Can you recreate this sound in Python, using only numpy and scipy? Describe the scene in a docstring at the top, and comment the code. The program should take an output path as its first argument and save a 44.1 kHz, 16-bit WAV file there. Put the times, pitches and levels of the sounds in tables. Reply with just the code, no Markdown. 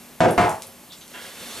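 """The door of a gas cooker is pushed shut in a small kitchen: two hollow clunks and a short rattle,
as a run of impacts excites the sheet-metal panels and the modes of the oven box. The body settles
with soft bumps. Hot fat in a dish on the hob spits and sizzles faintly in brief pressure pulses.
Two faint scrapes follow, then a cloth is swung up and rustles past, both as friction noise.
Hiss and a low hum lie underneath, and a limiter holds the clunks down."""
import sys
import numpy as np
from scipy import signal
from scipy.fft import rfft, irfft
from scipy.io import wavfile
from scipy.ndimage import uniform_filter1d

SR = 44100
rng = np.random.default_rng(int(sys.argv[2]) if len(sys.argv) > 2 else 0)


def output_pcm(signal):
    """Save a mono or channel-first signal as 16-bit PCM at the path in sys.argv[1].

    Samples are clipped to [-1, 1] before scaling.
    """
    pcm = np.clip(np.atleast_2d(signal).T, -1, 1) * 32767
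    wavfile.write(sys.argv[1], SR, np.round(pcm).astype(np.int16))


N = 70560
T = np.arange(N) / SR

# stereo width of the diffuse field: (frequency [Hz], side minus mid [dB])
DIFFUSE_WIDTH = [(25, -3), (60, -21), (130, -23), (300, -16), (700, -17), (1300, -14), (2400, -8),
                 (4400, -13), (8000, -20), (14000, -34.5)]


def door():
    """Impact excitation: the door meets the frame, latches harder, and the shelves inside chatter on."""
    # contacts of each stage: (time [s], relative level [dB], brightness cutoff [Hz])
    meets = [(.2043, -13.5, 8500), (.2075, -17, 6000), (.209, -13.5, 110), (.2165, -18.5, 3830),
             (.2325, -17.5, 696), (.2425, -19.5, 2470), (.256, -10.5, 800), (.277, -25, 1500)]
    latches = [(.3705, -54, 9000), (.3772, -14, 6900), (.3815, -16.5, 6060), (.3925, -16.5, 4850),
               (.395, -7.5, 111), (.4085, -37, 3000), (.4255, -20, 2500), (.442, -20, 2140)]
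    chatters = [(.456, -24, 2500), (.467, -22, 2500), (.489, -26, 2470), (.522, -34, 2000)]
    # panel spectrum in each stage: (frequency [Hz], relative density [dB])
    meet_colour = [(25, -38), (50, -30), (90, -9.5), (160, -9), (270, -7.5), (450, -4), (640, -8.5),
                   (790, -9.5), (1000, -15), (1550, -13.5), (1950, -22), (2900, -23), (3600, -32.5),
                   (5500, -33.5), (10500, -40), (14500, -63)]
    latch_colour = [(25, -40), (50, -31), (85, -9), (160, -1), (270, -12.5), (400, -8), (620, -13.5),
                    (790, -9), (1000, -7), (1400, -10), (2000, -14), (2900, -22), (4400, -29.5),
                    (8000, -32), (12000, -32.5), (14500, -61)]
    chatter_colour = [(25, -64), (150, -12), (400, -11.5), (700, -0.5), (950, 0), (1300, -12),
                      (2000, -15.5), (4000, -33), (14500, -37)]
    # oven box modes: (frequency [Hz], meeting gain [dB], latching gain [dB], chatter gain [dB], T60 [s])
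    box_modes = [(82, -12, -12.5, -43, 0.11), (112.24, -13.5, -17.5, -28, 0.27),
                 (167.7, -10, -9.5, -16, 0.27), (359.3, -9.5, -15.5, -21, 0.28),
                 (423, -8.5, -17, -21, 0.24), (490, -6.5, -17, -26, 0.34), (536, -14.5, -21, -23, 0.64),
                 (650.6, -4, -8, -3, 0.3), (714, 2, 5, -20, 0.18), (854, -15, -12, -1, 0.3),
                 (963, -14, -19, -14, 0.23), (1003, -20, -7, -16, 0.26), (1078, -26, -10, -19, 0.22),
                 (1297, -38, -12, -14, 0.25)]
    stages = [(meets, meet_colour, -2), (latches, latch_colour, -4), (chatters, chatter_colour, -4.5)]
    out = 0
    for k, (contacts, colour, panel_db) in enumerate(stages):
        modes = [(hz, gains[k], t60) for hz, *gains, t60 in box_modes]
        out = out + from_db(panel_db) * panels(contacts, colour) + from_db(-4) * oven_box(contacts, modes)
    return pan(0.05) * out


def panels(contacts, colour):
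    """High modal density: struck sheet metal answers with a crack, then rings as decaying noise."""
    # panel decay: (frequency [Hz], T60 [s])
    panel_t60 = [(60, 0.17), (170, 0.35), (450, 0.38), (900, 0.39), (2000, 0.33), (5000, 0.51),
                 (12000, 0.79)]
    force = sum(from_db(db) * cut(click(s), hz, "low", order=1) for s, db, hz in contacts)
    crack = 1 + from_db(0.5) * decay(t60=0.057)

    def envelope(hz):
        """Low bands build up more slowly: the rise time includes half a period."""
        return struck(0, rise_s=1 / (2 * hz) + 0.00056, t60=at_hz(panel_t60, hz)) * crack
    return convolve(force, band_noise(colour, envelope))


def oven_box(contacts, modes):
    """Damped resonance: each mode stores the energy of the blows; soft ones feed mainly the low modes."""
    out = 0
    for hz, db, t60 in modes:
        blows = sum(from_db(blow_db) ** 2 / (1 + (hz / bright_hz) ** 2) * click(s)
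                    for s, blow_db, bright_hz in contacts)
        kept_per_sample = from_db(-120 / (t60 * SR))
        energy = signal.lfilter([1], [1, -kept_per_sample], blows)
        amplitude = from_db(db) * cut(np.sqrt(energy), 69, "low", order=1)  # softened onset
        out = out + amplitude * wavering(hz, depth=0.018, rate_hz=91.3)
    return out


def settling():
    """Damped low vibration: the body of the cooker settles with two soft bumps."""
    return sum(from_db(db) * struck(s, rise_s=0.016, t60=0.2) * wavering(95, depth=0.16, rate_hz=40)
               for s, db in [(0.515, -37.5), (0.653, -46)])


def fat():
    """Impulsive sources: hot fat spits, with the kitchen's reverberation, over a sizzle of shot noise."""
    # single spits: (time [s], relative level [dB], high-pass cutoff [Hz])
    spits = [(0.3093, -1, 8900), (0.495, -4, 5940), (0.6216, -7.5, 2140), (.6357, -17, 1990),
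             (.6697, -7, 10000), (1.0795, -19, 3100)]
    side_db, room_db, top_hz = -10, -28.5, 11640
    out = 0
    for s, db, low_hz in spits:
        room = stereo(*rng.standard_normal((2, N)), side_db) * struck(0, rise_s=0.00072, t60=0.27)
        pop = cut(click(0) + from_db(room_db) * room, low_hz, "high", order=5)
        out = out + from_db(db) * convolve(click(s), cut(pop, top_hz, "low", order=8))
    grains_per_s, sizzle_db = 1800, -69
    grains = (rng.random((2, N)) < grains_per_s / SR) * rng.choice([-1, 1], (2, N))
    sizes = from_db(4 * np.minimum(rng.exponential(1, (2, N)), 4))
    sizzle = cut(stereo(*(grains * sizes), side_db), 3500, "high")
    return out + from_db(sizzle_db) * unit_rms(sizzle)


def cloth():
    """Friction noise: a cloth flaps open with a knock, then rustles and whistles louder as it nears."""
    # spectra of the flap and the rustle: (frequency [Hz], relative density [dB])
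    flap_colour = [(60, -20), (250, -4), (500, 3), (720, 1), (1000, -7), (1800, 5.5), (2300, -7),
                   (3100, -0.5), (4200, -14), (14000, -34)]
    rustle_colour = [(25, -12), (60, -7), (110, -4), (170, -4), (270, -3), (380, 1), (500, 4), (800, -1.5),
                     (1700, -0.5), (2200, -1), (3500, -0.5), (5000, -4), (9500, -4), (12500, -10),
                     (15000, -15)]
    # hollow object that the flap knocks on: (frequency [Hz], level [dB], T60 [s])
    knock_modes = [(994, -42, 0.25), (1405, -47.5, 0.63), (1664, -46.5, 0.83), (2760, -44.5, 0.39),
                   (3280, -48.5, 0.8)]
    # swell of the rustle: (time [s], level [dB])
    swell = [(0, -65), (1.06, -66), (1.11, -48), (1.19, -45), (1.25, -40), (1.34, -44.5), (1.43, -39),
             (1.5, -39), (1.56, -37), (1.6, -36.5)]
    flap_s, flap_db, flutter_db, flutter_hz = 1.136, -37.5, 1.2, 33

    def flutter(hz):
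        """Random amplitude modulation: each band flickers by itself."""
        return from_db(flutter_db * slow_noise(N, flutter_hz))
    burst = band_noise(flap_colour) * struck(0, rise_s=0.0085, t60=0.68)
    flap = from_db(flap_db) * convolve(click(flap_s), burst)
    knock = sum(from_db(db) * struck(flap_s, rise_s=0.01, t60=t60) * wavering(hz, 0.0097, rate_hz=183)
                for hz, db, t60 in knock_modes)
    tones = sum(from_db(db) * wavering(hz, depth=0.0342, rate_hz=300)
                for hz, db in [(2680, -16.5), (3540, -11.5), (4380, -13.5)])
    whistle = ramp(1.27, rise_s=0.036) * tones
    rustle = band_noise(rustle_colour, flutter)
    return pan(-0.5) * (gain_curve(swell) * (rustle + whistle) + flap + knock)


def scrapes():
    """Sliding friction: short gritty rubs hold their level, then die away in the room."""
    # rubs of handling: (time [s], duration [s], centre [Hz], bandwidth [Hz], level [dB])
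    rubs = [(0.899, 0.018, 3500, 553, -46), (.918, .02, 4070, 3020, -45), (.919, .025, 7200, 2500, -56),
            (.965, 0.022, 7500, 1500, -51.5), (1.005, 0.0061, 6220, 450, -51),
            (1.008, 0.015, 3500, 1900, -47)]
    out = 0
    for s, duration, hz, width_hz, db in rubs:
        envelope = ramp(s, rise_s=0.004) * decay(t60=0.2, start_s=s + duration)
        out = out + from_db(db) * envelope * resonant_noise(hz, width_hz)
    return out


def kitchen():
    """Ambient noise floor: a nearly steady broadband hiss and a low wavering hum."""
    # hiss spectrum: (frequency [Hz], relative density [dB])
    hiss_colour = [(15, -59), (25, -20), (131, -13), (237, -4), (271, -33.5), (344, 5.5), (438, -23.5),
                   (501, -13.5), (604, -12.5), (729, -13), (1500, -18.5), (2500, -19), (3540, -21.5),
                   (4620, -22), (15000, -20.5)]
    # course of the hiss and the hum: (time [s], level [dB])
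    hiss_level = [(0, -45), (.18, -47), (.85, -47), (1.6, -46.5)]
    hum_level = [(0, -52.5), (.15, -55), (.8, -58), (1.05, -61), (1.15, -52.5), (1.33, -64), (1.48, -48.5),
                 (1.6, -55)]
    hiss = gain_curve(hiss_level) * band_noise(hiss_colour)
    hum = gain_curve(hum_level) * wavering(239.7, depth=0.046, rate_hz=57)
    return hiss + hum


def band_noise(colour, envelope=lambda hz: 1):
    """Spectral shaping: third-octave stereo noise, its mid at rms 1 before the band envelopes apply."""
    white = rng.standard_normal((2, 2, N + SR // 4))
    edges = 22 * 2 ** (np.arange(30) / 3)
    out, power = 0, 0
    for k, (low, high) in enumerate(zip(edges, edges[1:])):
        bandpass = signal.butter(3, [low, high], "band", fs=SR, output="sos")
        mid, side = signal.sosfilt(bandpass, white[k % 2])[:, -N:]  # adjacent bands are independent
        hz = np.sqrt(low * high)
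        gain = from_db(at_hz(colour, hz)) * np.sqrt(high - low)
        out = out + gain * envelope(hz) * stereo(unit_rms(mid), unit_rms(side), at_hz(DIFFUSE_WIDTH, hz))
        power += gain ** 2
    return out / np.sqrt(power)


def resonant_noise(hz, width_hz):
    """Resonant filtering: white noise passes twice through one resonance."""
    b, a = signal.iirpeak(hz, hz / width_hz, fs=SR)
    mid, side = signal.lfilter(b, a, signal.lfilter(b, a, rng.standard_normal((2, N))))
    return stereo(unit_rms(mid), unit_rms(side), at_hz(DIFFUSE_WIDTH, hz))


def wavering(hz, depth, rate_hz):
    """Random frequency modulation: a stereo tone whose pitch wanders by the rms fraction depth."""
    pitch = hz * (1 + depth * slow_noise((2, N), rate_hz))
    cycles = np.cumsum(pitch, axis=1) / SR + rng.random((2, 1))
    mid, side = np.sqrt(2) * np.sin(2 * np.pi * cycles)
    return stereo(mid, side, at_hz(DIFFUSE_WIDTH, hz))


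def slow_noise(shape, rate_hz):
    """Low-passed random fluctuation of rms 1."""
    return unit_rms(cut(rng.standard_normal(shape), rate_hz, "low"))


def struck(s, rise_s, t60):
    """Transient envelope of a blow at time s: quick rise, then exponential decay."""
    age = np.maximum(T - s, 0)
    return (1 - np.exp(-age / rise_s)) * decay(t60, s)


def decay(t60, start_s=0):
    """Exponential damping: 1 until start_s, then down 60 dB every t60 seconds."""
    return from_db(-60 * np.maximum(T - start_s, 0) / t60)


def ramp(s, rise_s):
    """Linear onset from 0 to 1, starting at time s."""
    return np.clip((T - s) / rise_s, 0, 1)


def click(s):
    """Unit impulse at time s."""
    return 1. * (np.arange(N) == int(s * SR))


def convolve(x, response):
    """Convolution of a mono signal with a stereo impulse response."""
    return signal.fftconvolve(x[None], response, axes=-1)[:, :N]


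def cut(x, hz, kind, order=2):
    """Butterworth low- or high-pass."""
    return signal.sosfilt(signal.butter(order, hz, kind, fs=SR, output="sos"), x + 1e-18)


def stereo(mid, side, side_db):
    """Sum and difference: left and right from mid and side."""
    return mid + from_db(side_db) * side * [[1], [-1]]


def pan(db):
    """Level difference: left gains db and right loses it."""
    return from_db([[db], [-db]])


def gain_curve(points):
    """Gain at every sample, interpolated from (time [s], level [dB])."""
    return from_db(np.interp(T, *np.transpose(points)))


def at_hz(points, hz):
    """Interpolation on a log-frequency axis."""
    frequencies, values = np.transpose(points)
    return np.interp(np.log(hz), np.log(frequencies), values)


def from_db(db):
    """Decibels to amplitude ratio."""
    return 10 ** (np.asarray(db) / 20)


def unit_rms(x):
    """Normalisation to rms 1."""
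    return x / np.sqrt(np.mean(x ** 2) + 1e-20)


def scene():
    """Superposition: all sources add at a microphone pair whose left side leads in phase."""
    # phase difference across the pair: (frequency [Hz], lead of the left side [rad])
    phase_lead = [(30, 0.019), (70, 0.37), (150, 0.19), (340, 0.46), (860, 0.57), (1550, 0.61),
                  (2400, 0.066), (5000, 0.59)]
    mix = door() + settling() + fat() + scrapes() + cloth() + kitchen()
    hz = np.maximum(np.fft.rfftfreq(2 * N, 1 / SR), 1)
    phase_shift = np.exp(0.5j * at_hz(phase_lead, hz) * [[1], [-1]])
    return irfft(rfft(mix, 2 * N) * phase_shift)[:, :N]


def record(dry):
    """Limiting: a fast gain reduction holds the clunks down, then a steep low-pass cuts the top."""
    limit_db, release_db_per_s, cutoff_hz = -12.5, 195, 15300
    power = np.abs(uniform_filter1d(np.mean(dry ** 2, axis=0), size=256))
    excess_db = np.maximum(10 * np.log10(power + 1e-12) - limit_db, 0)
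    release_db = release_db_per_s * T
    reduction_db = np.maximum.accumulate(excess_db + release_db) - release_db
    held = dry * from_db(-uniform_filter1d(reduction_db, size=64))
    return signal.sosfilt(signal.cheby2(14, 70, cutoff_hz, fs=SR, output="sos"), held)


dry = scene()
out = record(dry)
output_pcm(out)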